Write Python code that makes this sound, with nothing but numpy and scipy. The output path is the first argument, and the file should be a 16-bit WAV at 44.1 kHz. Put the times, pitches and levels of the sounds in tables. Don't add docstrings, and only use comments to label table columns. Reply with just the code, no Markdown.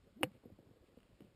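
import sys
import numpy as np
from scipy import signal
from scipy.fft import rfft, irfft
from scipy.io import wavfile
from scipy.ndimage import uniform_filter1d

SR = 44100
rng = np.random.default_rng(int(sys.argv[2]) if len(sys.argv) > 2 else 0)


def volts_from_db(level):
    exponent = np.asarray(level, float) / 20
    return 10 ** exponent


def pcm_store(signal):
    levels = np.round(np.clip(np.atleast_2d(signal), -1, 1) * 32767)
    wavfile.write(sys.argv[1], SR, levels.astype(np.int16).T)


N = 59535


def ring(hz, db, t60, rise_s=.00005):
    t = np.arange(8000) / SR
    envelope = volts_from_db(db - 60 * t / t60) * (1 - np.exp(-t / rise_s))
    return envelope * np.sin(2 * np.pi * hz * t)


def add(mix, s, sound):
    part = mix[round(s * SR):][:len(sound)]
    part += sound[:len(part)]


def resonate(x, hz, width_hz):
    turn = np.exp(2j * np.pi * np.cumsum(hz * np.ones(len(x))) / SR)
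    r = np.exp(-np.pi * width_hz / SR)
    return 2 * (turn * signal.lfilter([1 - r], [1, -r], x / turn)).real


def evened(x):
    return x / np.sqrt(np.mean(x ** 2) + 1e-20)


def click(db, width_s, rebound):
    u = np.arange(-3, 12, 1 / SR / width_s)
    push = np.exp(-u ** 2)
    return volts_from_db(db) * (push - rebound * np.exp(-((u - 2.2) / 1.3) ** 2))


def breeze():
    # f/Hz, relative level per Hz/dB
    colour_points = [(15, -11), (35, 3), (70, 6), (150, -3.5), (300, -6), (550, -6.5), (760, -16),
                     (1200, -17.5), (2000, -21), (3000, -22), (4900, -25), (5900, -28.5)]
    level_db = -67.5
    lumps_db, lumps_below_hz = 4, 870
    frames, hz = N // 128 + 5, np.fft.rfftfreq(512, 1 / SR)
    a, b, patches = rng.standard_normal((frames, 257, 3)).T
    patches = uniform_filter1d(uniform_filter1d(patches, size=4, axis=0), size=8, axis=1)
    depth_db = lumps_db / (1 + (hz / lumps_below_hz) ** 4)
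    spectra = (a + 1j * b) * volts_from_db(depth_db[:, None] * evened(patches))
    white = signal.istft(spectra, nperseg=512, noverlap=384)[1][:N]
    f, db = np.transpose(colour_points)
    colour = volts_from_db(np.interp(np.log(np.fft.rfftfreq(N, 1 / SR) + 1), np.log(f + 1), db))
    return volts_from_db(level_db) * evened(irfft(rfft(white) * colour, N))


def swing():
    # t/s, pitch f/Hz, level/dB before hum, fuzz and octave are balanced
    course = [(.07, 204.9, -88), (0.099, 218.5, -78), (0.149, 199.2, -79), (0.171, 212.6, -54.5),
              (0.177, 235.7, -53.5), (0.193, 284.7, -55.5), (0.206, 312, -57), (.212, 321, -38.5),
              (0.225, 338, -50), (0.227, 328, -73), (0.259, 174.7, -53), (0.269, 187, -50.5),
              (.293, 208.7, -58.5), (.304, 170, -79), (0.319, 174.2, -52.5)]
    fuzz_share, width_hz, octave_db = .22, 50, -19
    s, hz, db = np.transpose(course)
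    t = np.arange(N) / SR
    pitch = np.interp(t, s, hz)

    def air(k):
        once = resonate(rng.standard_normal(N), k * pitch, k * width_hz)
        return evened(resonate(once, k * pitch, k * width_hz))

    fuzz, octave = air(1), air(2)
    hum = np.sqrt(2) * np.sin(2 * np.pi * np.cumsum(pitch) / SR)
    tone = (1 - fuzz_share) * hum + fuzz_share * fuzz + volts_from_db(octave_db) * octave
    return volts_from_db(np.interp(t, s, db, -120, -120)) * tone


def thuds():
    # t/s, level/dB, nominal pitch f/Hz, nominal t60/s
    knocks = [(0.101, -65, 97, 0.22), (0.341, -57, 105, 0.16), (0.35, -51, 292, 0.062),
              (0.435, -54.5, 306, 0.052), (0.4402, -55.5, 400, .025), (0.454, -44.5, 244.6, 0.076),
              (.477, -53, 140, 0.062), (.5, -51, 288, 0.056), (0.517, -50, 97, 0.17),
              (0.5876, -45, 280, 0.024), (.592, -56.5, 176, 0.043), (0.599, -53, 128, 0.048),
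              (.626, -58.5, 287, 0.048), (0.666, -60, 108.7, 0.084), (.689, -51.5, 288.6, .03),
              (0.703, -52.5, 111.6, 0.077), (0.709, -56.5, 254, 0.059), (.941, -53.5, 260, 0.026),
              (.972, -47.5, 239, 0.057), (1.09, -68, 258, 0.092), (1.126, -55.5, 125, 0.066),
              (1.205, -43, 305, .04), (1.217, -45.5, 182, 0.053), (1.243, -51.5, 205, 0.066),
              (1.276, -58.5, 60, 0.14)]
    # pitch ratio [1], relative level/dB, share of t60 [1]
    partials = [(.42, -9, 1.3), (1., -1, 0.81), (1.9, -0.5, 0.56), (2.6, -8, .3)]
    push_db, push_turns = -3.5, .14
    rise_s = 0.0028
    out = np.zeros(N)
    chance = rng.standard_normal((len(knocks), len(partials)))
    for (s, db, hz, t60), row in zip(knocks, chance):
        add(out, s + 0.32 / hz, -click(db + push_db, push_turns / hz, 0.4))
        for (ratio, part_db, share), c in zip(partials, row):
            mode_hz = hz * ratio * (1 + 0.053 * c)
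            add(out, s, ring(mode_hz, db + part_db, t60 * share, rise_s))
    return out


def contacts(ball_s):
    # t/s, click level/dB, head ring level/dB, turf thump level/dB
    touches = [(.2276, -58, -48.5, -48.5), (.2323, -18, -22, -25.5), (.2347, -47, -32, -48),
               (.2365, -37, -48.5, -33), (.2405, -34.5, -39.5, -49)]
    # f/Hz, relative level/dB, t60/s
    head_modes = [(1320, -18, 0.0067), (2325, -10.5, 0.019), (2630, -8.5, 0.033), (2869, -2.5, 0.017),
                  (3640, -17, 0.01), (4290, -32, 0.061), (4890, -32, 0.015)]
    # f/Hz, relative level/dB, t60/s
    turf_modes = [(305, 0, .055), (512, -8, .075), (550, 0, .028), (775, -3, .028)]
    # delay after the ball hit/s, level/dB, t60/s, centre f/Hz, width of each of two resonances/Hz
    sprays = [(0.00037, -37.5, .006, 4600, 2800), (.0055, -48, .015, 5800, 2500),
              (0, -45, .035, 3100, 1800), (.017, -63, .08, 1900, 1200), (0.0042, -59, 0.26, 330, 1100)]
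    click_s = 0.0001
    out = np.zeros(N)
    head = sum(ring(*m) for m in head_modes)
    turf = sum(ring(*m, rise_s=0.00097) for m in turf_modes)
    for s, click_db, head_db, turf_db in touches:
        add(out, s - 3 * click_s, click(click_db, click_s, 0.067))
        add(out, s, volts_from_db(head_db) * head - volts_from_db(turf_db) * turf)
    t = np.arange(8000) / SR
    for delay_s, db, t60, hz, width_hz in sprays:
        once = resonate(rng.standard_normal(len(t)), hz, width_hz)
        hiss = evened(resonate(once, hz, width_hz))
        add(out, ball_s + delay_s, hiss * volts_from_db(db - 60 * t / t60))
    return out


def deep_thump():
    start_s, level_db, rise_s, t60_s = .233, -33, 0.0058, .11
    start_hz, slide_hz_per_s = 105, 1600
    t = np.arange(8000) / SR
    turns = start_hz * t + .5 * slide_hz_per_s * t ** 2
    swell = (1 - np.exp(-t / rise_s)) * volts_from_db(level_db - 60 * t / t60_s)
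    out = np.zeros(N)
    add(out, start_s, swell * np.sin(2 * np.pi * turns))
    return out


def grass():
    # t/s, level/dB
    snaps = [(0.968, -65.5), (.987, -62), (1.004, -58), (1.031, -59), (1.043, -68), (1.206, -53.5),
             (1.221, -62)]
    # centre t/s, length between 1/e points/s, level/dB, centre f/Hz
    swishes = [(0.347, 0.1, -80, 2083), (0.874, 0.045, -79.5, 2580), (1.033, 0.21, -85, 2875),
               (1.213, 0.19, -81.5, 2500)]
    out, t = np.zeros(N), np.arange(N) / SR
    for s, db in snaps:
        add(out, s, click(db, 0.000094, 0.67))
        add(out, s, ring(2960, db - 2.5, 0.0087))
    for s, length, db, hz in swishes:
        hiss = evened(resonate(rng.standard_normal(N), hz, 1000))
        out += volts_from_db(db) * hiss * np.exp(-(2 * (t - s) / length) ** 2)
    return out


def scene():
    strike = contacts(ball_s=.2323) + deep_thump()
    return (breeze() + swing() + thuds() + strike + grass())[None]


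def roll_off(x):
    return signal.sosfilt(signal.butter(12, 16290, fs=SR, output="sos"), x)


def record(dry):
    low_cut_hz, low_pass_hz, sample_hz, top_hz = 60, 5550, 12000, 15300
    hz = np.fft.rfftfreq(N, 1 / SR)
    low_cut = 1j * hz / (1j * hz + low_cut_hz)
    base = irfft(rfft(dry) * low_cut / np.sqrt(1 + (hz / low_pass_hz) ** 36), N)
    sampled = base * (1 + 2 * np.cos(2 * np.pi * sample_hz * np.arange(N) / SR))
    hold = np.sinc(hz / sample_hz)
    held = irfft(rfft(sampled) * hold / (1 + (hz / top_hz) ** 60), N)
    return roll_off(held)


dry = scene()
out = record(dry)
pcm_store(out)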